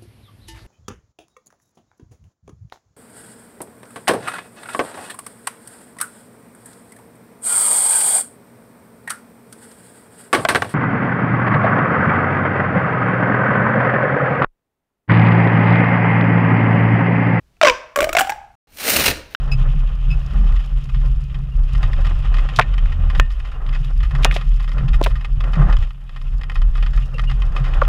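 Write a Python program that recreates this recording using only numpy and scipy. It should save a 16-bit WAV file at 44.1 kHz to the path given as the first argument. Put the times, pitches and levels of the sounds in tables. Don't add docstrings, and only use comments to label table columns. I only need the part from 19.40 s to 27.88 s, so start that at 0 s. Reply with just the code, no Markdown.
import sys
import numpy as np
from scipy import signal
from scipy.fft import rfft, irfft
from scipy.io import wavfile
from scipy.ndimage import uniform_filter1d

SR = 44100
rng = np.random.default_rng(int(sys.argv[2]) if len(sys.argv) > 2 else 0)


def dump_mix(stems):
    frames = np.atleast_2d(stems).T
    limited = np.clip(frames, -1, 1)
    pcm = np.round(limited * 32767).astype(np.int16)
    wavfile.write(sys.argv[1], SR, pcm)


N = 373968
TIME_S = np.arange(N) / SR
BINS_HZ = np.fft.rfftfreq(16384, 1 / SR)

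# t/s, tyre churn/dB, engine clatter/dB, leaves/dB
TRAVEL = [(0, -45.5, -47, -62), (.25, -44, -49.5, -63), (.55, -51, -52, -66), (1.05, -46, -46.5, -57.5),
          (1.3, -52, -51, -62), (1.6, -52, -51.5, -61.5), (2.08, -54, -58, -69), (2.38, -45, -48, -58.5),
          (3.05, -40, -46.5, -63.5), (3.33, -46.5, -48, -78), (3.68, -40.5, -51.5, -67),
          (3.95, -57, -51.5, -63), (4.2, -42.5, -56.5, -77), (4.42, -53.5, -53.5, -62),
          (5.2, -55.5, -52, -63), (5.55, -44, -55, -63), (5.93, -54.5, -58.5, -67), (6.42, -47, -45.5, -62),
          (6.56, -64, -61, -76), (6.9, -54.5, -56, -64), (7.08, -51, -60.5, -72), (7.35, -49, -52.5, -61),
          (7.85, -49, -56.5, -62), (8.48, -37, -47, -64)]
# f/Hz, width/Hz, level/dB
CASE_MODES = [(557, 110, -8), (812, 72, 6.5), (1050, 36, 9.5), (1208, 74, 5.5), (1350, 82, -0.5),
              (1721, 44, -5), (1872, 37, 1), (2064, 61, -2.5), (2529, 100, 0), (2766, 77, -11.5),
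              (3068, 115, -4), (3384, 99, -7), (3736, 110, -8.5), (4280, 120, -18.5), (4820, 80, -18.5),
              (5190, 410, -17.5), (6650, 1000, -24.5), (9600, 580, -28)]
# t/s, length/s, churn/dB, wheel-arch thud/dB
PLOUGHS = [(0.663, 0.059, -47, -37), (0.896, 0.17, -47.5, -30.5), (4.7, 0.23, -38.5, -32.5),
           (5.319, 0.18, -40.5, -30), (5.556, 0.1, -45, -34.5), (5.99, 0.16, -41, -40),
           (6.119, 0.18, -34, -38)]
PLOUGH_RISE_S, PLOUGH_FALL_S = 0.051, 0.046


def body():
    # t/s, body boom/dB, panel drone/dB
    shake = [(0, -16, -28), (1.2, -22.5, -35), (1.45, -27, -31.5), (1.85, -28, -30.5), (2.02, -19.5, -29.5),
             (2.1, -26, -33), (2.6, -13.5, -34), (3.0, -19, -32), (3.15, -23, -33), (3.75, -16, -33),
             (3.92, -19.5, -47), (4.13, -24.5, -43.5), (4.28, -18.5, -32), (4.85, -17, -37),
             (5.02, -22.5, -34.5), (5.4, -16, -34.5), (5.82, -22.5, -33), (6.05, -16.5, -34.5),
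             (6.3, -18, -32), (6.42, -12.5, -40), (6.55, -31.5, -42.5), (6.74, -26, -42.5),
             (6.88, -19.5, -35.5), (7.05, -24.5, -37.5), (7.3, -16.5, -36), (7.7, -19.5, -32.5),
             (8.48, -14, -30.5)]
    # t/s, length/s, level/dB
    ruts = [(.17, 0.14, -15), (.37, 0.081, -12.5), (.62, 0.15, -13.5), (.94, 0.24, -11),
            (1.31, 0.063, -13.5), (1.51, 0.26, -13.5), (2.14, 0.097, -11.5), (2.32, 0.14, -12.5),
            (2.86, .18, -12), (3.26, 0.13, -15.5), (3.40, 0.053, -11.5), (3.60, 0.087, -13.5),
            (3.75, 0.054, -7.5), (4.27, 0.13, -21), (4.52, 0.14, -14), (4.75, .17, -13),
            (5.055, 0.095, -11), (5.48, 0.096, -10), (5.62, 0.13, -14), (5.90, 0.097, -15),
            (6.18, 0.19, -10), (6.92, 0.037, -15), (7.16, 0.12, -11.5), (7.37, 0.088, -15),
            (7.55, 0.035, -9.5), (7.80, 0.22, -16.5), (8.03, 0.055, -30), (8.34, 0.048, -12.5)]
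    flexes = [(.10, 0.12, -21.5), (.255, 0.03, -19.5), (.335, 0.041, -19), (.67, 0.092, -22.5),
              (1.41, 0.022, -23), (1.52, .05, -21), (1.63, 0.066, -28), (2.14, 0.029, -35),
              (2.32, 0.046, -22), (3.17, 0.046, -20.5), (3.77, 0.029, -17), (4.39, 0.038, -26),
              (4.72, 0.1, -22.5), (4.86, .04, -29), (5.40, 0.052, -23), (6.16, 0.11, -23),
              (7.89, 0.057, -26), (8.19, 0.03, -20.5)]
    # f/Hz, density/dB
    boom_shape = [(10, -39.5), (22, -22), (30, -6), (37, 3.5), (44, -6.5), (53, -12.5), (65, -28.5),
                  (90, -33), (120, -34), (200, -63)]
    drone_shape = [(60, -14.5), (95, -27), (118, -12.5), (132, 6), (146, -7), (170, -25.5), (220, -65),
                   (400, -81)]
    thud_shape = [(80, -21), (130, 3.5), (165, 3.5), (200, -6), (240, -12.5), (290, -21.5), (400, -22.5)]
    boom_db, drone_db = curves(shake)
    rut_power = swells(ruts, rise_s=0.023, fall_s=0.037)
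    flex_power = swells(flexes, rise_s=0.021, fall_s=0.016)
    plough_power = swells(np.delete(PLOUGHS, 2, axis=1), PLOUGH_RISE_S, PLOUGH_FALL_S)
    boom = np.sqrt(amp(boom_db + 1.3 * wander(rate_hz=11)) ** 2 + rut_power)
    drone = np.sqrt(amp(drone_db + 1.8 * wander(rate_hz=22)) ** 2 + flex_power)
    thud = np.sqrt(amp(drone_db - 10) ** 2 + flex_power * amp(-18) ** 2 + plough_power)
    return (boom * shaken(boom_shape, span_s=0.045)
            + drone * shaken(drone_shape, span_s=0.085)
            + thud * shaken(thud_shape, span_s=0.043))


def judders():
    # t/s, level/dB, f/Hz
    jolts = [(0.941, -25.5, 215), (.968, -24, 204), (1.001, -23, 220), (5.409, -17, 178), (5.44, -6, 132.4),
             (6.169, -5, 151), (6.195, -5, 143), (6.225, -12, 164), (6.251, -12.5, 171),
             (6.282, -15.5, 175)]
    out, t = np.zeros(N), np.arange(SR // 5) / SR
    envelope = (1 - np.exp(-t / 0.0047)) * amp(-60 * t / 0.11)
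    for start_s, db, hz in jolts:
        add(out, start_s, amp(db) * envelope * np.sin(2 * np.pi * hz * t))
    return out


def knocks():
    # t/s, relative level/dB, centre/Hz, nominal width/oct, t60/s
    blows = [(3.161, -18.5, 3700, 0.58, 0.024), (3.170, -25, 3773, 0.75, 0.038),
             (3.1883, 3, 954, 0.59, 0.029), (3.195, 5, 1420, 0.51, 0.013), (3.198, -5, 700, 0.39, 0.025),
             (3.1991, -14, 500, 0.17, 0.024), (3.2116, -10.5, 2140, 0.42, 0.056),
             (3.7982, 6, 1544, 0.58, 0.0082), (4.833, -18, 2500, 0.59, 0.038),
             (4.8465, 6.5, 2430, 0.76, 0.01), (4.8492, -2.5, 720, 0.89, 0.044),
             (4.9116, -10, 2040, 0.36, 0.01), (4.9414, -23.5, 3260, 0.78, 0.036),
             (4.9641, -13, 2340, 0.54, 0.022), (4.9617, -10.5, 565, 0.38, 0.011),
             (5.611, -12, 800, 0.38, 0.016), (5.614, -5, 390, 0.76, 0.0095),
             (5.6281, -23, 3770, 0.69, 0.025), (5.638, -14, 3070, 0.48, .035),
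             (5.641, -19, 7000, 5.1, 0.023), (5.647, -16.5, 2620, 0.51, 0.024),
             (5.662, -11.5, 1620, 0.62, 0.023), (5.6617, -10, 566, 0.46, 0.032),
             (5.664, -12, 964, 0.13, 0.011), (7.736, -31, 500, 0.17, 0.13),
             (8.4161, -7.5, 1260, 0.44, 0.012), (8.418, -5, 1110, 0.23, 0.026),
             (8.419, -7.5, 540, 0.29, 0.02)]
    # f/Hz, width/Hz, level/dB
    panel_modes = [(562, 39, -5.5), (696, 59, 2.5), (790, 73, -4.5), (1035, 60, 8), (1170, 300, 6.5),
                   (1366, 190, 4.5), (1530, 59, -13), (1720, 77, -14), (2550, 360, -3.5), (3200, 830, -3.5),
                   (3700, 540, -5), (4260, 710, -26)]
    # f/Hz, relative level/dB, t60/s
    ring_modes = [(548, 12, 0.083), (674, -13.5, 0.19), (1810, -2.5, 0.18), (1870, -6, 0.14),
                  (2530, -6, 0.18), (2820, -9, 0.27), (3520, -11, 0.19), (5000, -20, .1)]
    out, t = np.zeros(N), np.arange(SR // 3) / SR
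    tone = ripple(panel_modes, depth=0.92) / np.hypot(1, (BINS_HZ / 11000) ** 2)
    for start_s, db, centre_hz, width_oct, t60_s in blows:
        band = 1 / (1 + (np.log2((BINS_HZ + 1) / centre_hz) / (1.63 * width_oct)) ** 2) ** 1.99
        contact = chatter(t60_s, rise_s=0.00017, tail_db=-38.5)
        drive = running_rms(abs(rfft(contact, 2 * len(BINS_HZ) - 2)), size=90)
        blow = colour(contact / drive.mean(), band * tone * drive.mean() / drive)
        add(out, start_s, amp(db - 7) * blow / running_rms(blow, size=88).max())
        for hz, mode_db, ring_t60_s in ring_modes:
            envelope = np.interp(hz, BINS_HZ, band) * amp(mode_db - 60 * t / ring_t60_s)
            add(out, start_s, amp(db - 28.5) * envelope * np.sin(2 * np.pi * hz * t))
    return out


def rattles():
    # t/s, relative level/dB, t60/s
    jumps = [(.9082, -31, .04), (1.0654, -36, .045), (1.1241, -31, 0.038), (1.165, -28, .04),
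             (1.2055, -35, .03), (1.492, -31, 0.055), (1.5456, -27.5, 0.055), (1.944, -29, 0.062),
             (2.35, -23, 0.032), (2.4294, -18.5, 0.06), (2.5325, -20.5, 0.034), (2.647, -23, 0.099),
             (2.6678, -25, .03), (2.846, -25, 0.2), (2.942, -19.5, 0.056), (2.9657, -23, 0.059),
             (2.983, -20, 0.07), (3.0888, -19, 0.037), (3.339, -26, 0.042), (3.3797, -21.5, 0.025),
             (3.455, -26, 0.066), (3.5205, -24.5, 0.066), (3.699, -20.5, .065), (3.7503, -20, 0.072),
             (3.9024, -30, 0.12), (4.0008, -29.5, 0.034), (4.0494, -28.5, 0.076), (4.117, -29.5, 0.058),
             (4.2637, -30.5, 0.032), (4.289, -28, 0.052), (4.327, -26.5, 0.076), (4.3473, -24, 0.05),
             (4.361, -28.5, 0.027), (4.6034, -28, 0.063), (4.6301, -23.5, 0.14), (4.7105, -25.5, .04),
             (4.7504, -20.5, 0.06), (4.924, -22, 0.052), (4.9562, -23, 0.24), (5.0113, -23, .065),
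             (5.197, -26.5, 0.094), (5.2431, -27, 0.03), (5.2781, -27, 0.1), (5.317, -26, 0.031),
             (5.3811, -25.5, .065), (5.4808, -25.5, 0.07), (5.5328, -24, 0.052), (5.5426, -21.5, 0.028),
             (5.7067, -29, .05), (5.7552, -26, 0.096), (5.8085, -29, 0.11), (5.8462, -20.5, 0.037),
             (6.0055, -21, .045), (6.0397, -22, 0.036), (6.1312, -20.5, 0.093), (6.155, -24, 0.039),
             (6.299, -26, .05), (6.3264, -19.5, 0.033), (6.3678, -21, 0.02), (6.426, -28, .04),
             (6.5071, -30, 0.022), (6.6934, -31.5, .045), (6.762, -28, 0.068), (6.8146, -31.5, .03),
             (7.0126, -28, 0.028), (7.035, -24.5, 0.032), (7.0977, -19.5, 0.029), (7.117, -25, .03),
             (7.1557, -20, .07), (7.2184, -23.5, .02), (7.3528, -24, 0.17), (7.3787, -27, 0.054),
             (7.4259, -21, 0.065), (7.4636, -23, 0.046), (7.5331, -28.5, 0.13), (7.5757, -24, 0.056),
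             (7.783, -21.5, 0.047), (7.794, -14.5, 0.034), (7.8376, -26.5, 0.051), (7.8977, -23, 0.058),
             (7.9146, -21, 0.036), (8.0203, -21, 0.031), (8.1636, -14.5, 0.062), (8.2414, -23.5, 0.23),
             (8.337, -21, .045), (8.432, -25, .045), (8.4503, -22.5, .026)]
    # f/Hz, density/dB
    rattle_shape = [(300, -22.5), (600, -11.5), (900, -10.5), (1200, -1.5), (1550, -4.5), (1850, -4),
                    (2500, -8), (3050, -7), (3700, -15.5), (4700, -16.5), (6000, -27), (9000, -35.5),
                    (13500, -45), (16000, -65.5)]
    rise_s = 0.000895
    out, tone = np.zeros(N), spectrum(rattle_shape) * ripple(CASE_MODES, depth=0.86)
    treble_oct = np.clip(np.log2((BINS_HZ + 1) / 2500), 0, 1.2)
    for t_s, db, t60_s in jumps:
        tilt_db_per_oct = -0.8 - 0.11 * (db + 27.5)
        burst = colour(chatter(t60_s, rise_s, tail_db=-25), tone * amp(tilt_db_per_oct * treble_oct))
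        add(out, t_s - rise_s, amp(db - 8.5) * burst / running_rms(burst, size=176).max())
    _, clatter_db, _ = curves(TRAVEL)
    jiggle = unit(colour(grains(per_s=30, decay_s=0.0059, wash=0.05), tone))
    return out + amp(clatter_db - 8) * jiggle


def engine():
    # t/s, rate/Hz, level/dB
    firing = [(0, 65, -29), (.5, 70.2, -34), (.78, 81.8, -36), (.97, 61, -20.5), (1.2, 60.04, -36),
              (1.6, 62, -25.5), (2.1, 56.6, -25), (2.29, 69, -30), (2.43, 76, -24.5), (2.67, 77.8, -22.5),
              (3.08, 102, -42), (3.17, 107, -23.5), (3.28, 97.4, -28), (3.45, 83.7, -32.5),
              (3.61, 76.7, -16.5), (3.75, 69.2, -25), (3.95, 66, -40), (5.35, 84, -43.5), (6.26, 78, -35.5),
              (6.6, 84.1, -47.5), (7.1, 82, -33), (7.6, 86, -33.5), (8.48, 88, -36)]
    # f/Hz, density/dB
    clatter_shape = [(400, -16), (1200, 0), (2000, -4), (2900, 4.5), (3500, -4.5), (4200, -11),
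                     (5200, -17.5), (7000, -21), (14000, -45.5)]
    orders = [(1, -1), (1.5, -19), (2, -17), (3, -28)]
    firing_hz, note_db = curves(firing)
    _, clatter_db, _ = curves(TRAVEL)
    cycles = np.cumsum(firing_hz * (1 + 0.009 * wander(rate_hz=25))) / SR
    note = sum(amp(db + 2 * wander(rate_hz=5.7)) * np.sin(2 * np.pi * k * cycles) for k, db in orders)
    puffs = (0.81 + np.exp(-(cycles % 1) / 0.24)) * rng.standard_normal(N)
    clatter = unit(colour(puffs, spectrum(clatter_shape) * ripple(CASE_MODES, depth=0.59)))
    return amp(note_db) * note + amp(clatter_db + 2.93 * wander(rate_hz=52)) * clatter


def tyres():
    # f/Hz, density/dB
    churn_shape = [(120, -25.5), (250, -5.5), (400, -6.5), (600, -2.5), (850, -7.5), (1200, -4.5),
                   (1600, -6), (2200, -20.5), (3500, -31), (8000, -46.5)]
    churn_db, _, _ = curves(TRAVEL)
    plough_power = swells([row[:3] for row in PLOUGHS], PLOUGH_RISE_S, PLOUGH_FALL_S)
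    envelope = np.sqrt(amp(churn_db) ** 2 + plough_power)
    tone = spectrum(churn_shape) * ripple(CASE_MODES, depth=0.67)
    churn = unit(colour(grains(per_s=340, decay_s=0.008, wash=1), tone))
    return envelope * amp(3.2 * wander(rate_hz=42)) * churn


def squeaks():
    # f/Hz, level/dB
    joint_modes = [(2590, 1.5), (5040, -3), (6870, -24), (9030, -25)]
    # t/s, length/s, level/dB, tilt/(dB/oct)
    squeals = [(0.1157, 0.051, -27, -0.5), (0.702, 0.07, -32, -10)]
    # t/s, length/s, level/dB, f/Hz
    chirps = [(2.113, 0.047, -49, 2800), (4.142, 0.041, -47.5, 2800), (4.40, 0.045, -58, 2820),
              (4.474, 0.025, -46, 2850), (7.627, 0.055, -47.5, 2790), (7.739, 0.046, -37.5, 2780),
              (7.871, 0.056, -34.5, 2840)]
    out, lowest_hz = np.zeros(N), joint_modes[0][0]
    for start_s, length_s, db, tilt_db_per_oct in squeals:
        for hz, mode_db in joint_modes:
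            level_db = db + mode_db + tilt_db_per_oct * np.log2(hz / lowest_hz)
            add(out, start_s, amp(level_db) * stick_slip(hz, length_s, jitter_hz=30, skew=0.35))
    for start_s, length_s, db, hz in chirps:
        add(out, start_s, amp(db) * stick_slip(hz, length_s, jitter_hz=45, skew=0.52))
    return out


def twigs():
    # t/s, nominal length/s, relative level/dB
    flicks = [(1.599, 0.041, -52), (1.643, .02, -49), (2.99, 0.033, -49.5), (3.775, 0.026, -39),
              (3.931, 0.03, -53), (4.071, .014, -48), (4.445, 0.013, -37.5), (4.824, .017, -35),
              (4.914, 0.027, -35.5), (4.947, 0.033, -32.5), (5.226, 0.03, -44.5), (5.541, 0.031, -40),
              (5.671, 0.051, -41), (6.33, 0.053, -56), (7.145, .013, -41), (8.281, .035, -50),
              (8.341, 0.028, -43)]
    scratch_shape = [(1000, 0), (3500, 3.5), (7000, -10.5), (10000, -13), (14000, -18), (16000, -31)]
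    out, tone = np.zeros(N), spectrum(scratch_shape) * ripple(CASE_MODES, depth=0.96)
    for start_s, length_s, db in flicks:
        scratch = colour(chatter(t60_s=3.4 * length_s, rise_s=0.0017, tail_db=-30), tone)
        onset_rms = np.sqrt(np.mean(scratch[:int(length_s * SR)] ** 2))
        add(out, start_s, amp(db - 6) * scratch / onset_rms)
    return out


def leaves():
    # f/Hz, density/dB
    rustle_shape = [(2000, -19), (4500, 5), (6800, -5), (8000, -5.5), (10000, -12.5), (14000, -14.5),
                    (16000, -34)]
    _, _, leaves_db = curves(TRAVEL)
    tone = spectrum(rustle_shape) * ripple(CASE_MODES, depth=1.0)
    rustle = unit(colour(grains(per_s=70, decay_s=0.0016, wash=0.63), tone))
    return amp(leaves_db + 1.6 * wander(rate_hz=43)) * rustle


def hiss():
    tone = spectrum([(1000, -3.5), (11000, -2.5), (14000, -3.5), (16000, -17.5)])
    return amp(-73.5) * unit(colour(rng.standard_normal(N), tone))


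def shaken(shape, span_s):
    gain = np.interp(np.fft.rfftfreq(N, 1 / SR), BINS_HZ, spectrum(shape))
    wave = signal.hilbert(irfft(rfft(rng.standard_normal(N)) * gain, N))
    power = uniform_filter1d(abs(wave) ** 2, int(span_s * SR) + 1)
    return unit(wave.real / np.sqrt(power + 1e-12))


def chatter(t60_s, rise_s, tail_db):
    t = np.arange(SR // 6) / SR
    collisions = rng.standard_normal(len(t)) * amp(2.87 * smooth_noise(len(t), size=60))
    decay = amp(-60 * t / t60_s) + amp(tail_db - 60 * t / (4.7 * t60_s))
    return collisions * (1 - np.exp(-t / rise_s)) * decay


def stick_slip(hz, length_s, jitter_hz, skew):
    progress = np.linspace(0, 1, int(length_s * SR))
    slip, grip = (smooth_noise(len(progress), size=70) for _ in range(2))
    envelope = np.sin(np.pi * progress ** skew) ** 2 * amp(3 * grip)
    return envelope * np.sin(2 * np.pi * np.cumsum(hz + jitter_hz * slip) / SR)


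def grains(per_s, decay_s, wash):
    sizes = np.minimum(rng.exponential(1, N), 3) * (rng.random(N) < per_s / SR)
    power = signal.lfilter([1], [1, -np.exp(-1 / (decay_s * SR))], sizes ** 2)
    return np.sqrt(power / power.mean() + wash ** 2) * rng.standard_normal(N)


def swells(rows, rise_s, fall_s):
    power = np.zeros(N)
    for start_s, length_s, db in rows:
        t = np.arange(int((length_s + 6 * fall_s) * SR)) / SR
        envelope = np.minimum(t / rise_s, 1) * np.exp(-np.maximum(t - length_s, 0) / fall_s)
        add(power, start_s, (amp(db) * envelope) ** 2)
    return power


def ripple(modes, depth):
    grid_hz = np.geomspace(100, SR / 2, num=600)
    power = sum(amp(db) ** 2 / (1 + (2 * (grid_hz - hz) / width_hz) ** 2) for hz, width_hz, db in modes)
    level_db = 10 * np.log10(power)
    return amp(depth * np.interp(BINS_HZ, grid_hz, level_db - uniform_filter1d(level_db, size=60)))


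def spectrum(shape):
    hz, db = np.transpose(shape)
    return amp(np.interp(np.log(BINS_HZ + 1), np.log(hz), db)) / np.maximum(BINS_HZ / hz[-1], 1) ** 3


def colour(x, gain):
    half = len(BINS_HZ) - 1
    cepstrum = irfft(np.log(np.maximum(gain, 1e-5)))
    causal = 2 * cepstrum[:half] * (np.arange(half) > 0)
    taps = irfft(np.exp(rfft(causal, len(cepstrum))))
    return signal.oaconvolve(x, taps[:half + 1])[:len(x)]


def wander(rate_hz):
    size = int(SR / rate_hz)
    return unit(uniform_filter1d(smooth_noise(N, size), size))


def smooth_noise(count, size):
    return unit(uniform_filter1d(rng.standard_normal(count), size))


def curves(rows):
    t_s, *columns = np.transpose(rows)
    return [np.interp(TIME_S, t_s, column) for column in columns]


def add(mix, start_s, sound):
    part = mix[max(round(start_s * SR), 0):][:len(sound)]
    part += sound[:len(part)]


def running_rms(x, size):
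    return np.sqrt(np.maximum(uniform_filter1d(x ** 2, size), 0))


def unit(x):
    return x / np.sqrt(np.mean(x ** 2) + 1e-20)


def amp(db):
    return 10 ** (np.asarray(db) / 20)


def scene():
    return (body() + judders() + knocks() + rattles() + engine() + tyres()
            + squeaks() + twigs() + leaves() + hiss())[None]


def record(dry):
    clipped = np.clip(dry, -0.88, 0.88)
    cutoff_hz = 15900
    lowpass = signal.firwin(511, cutoff_hz, window=("kaiser", 9), fs=SR)
    return signal.oaconvolve(clipped, lowpass[None], "same")


dry = scene()
out = record(dry)
dump_mix(out)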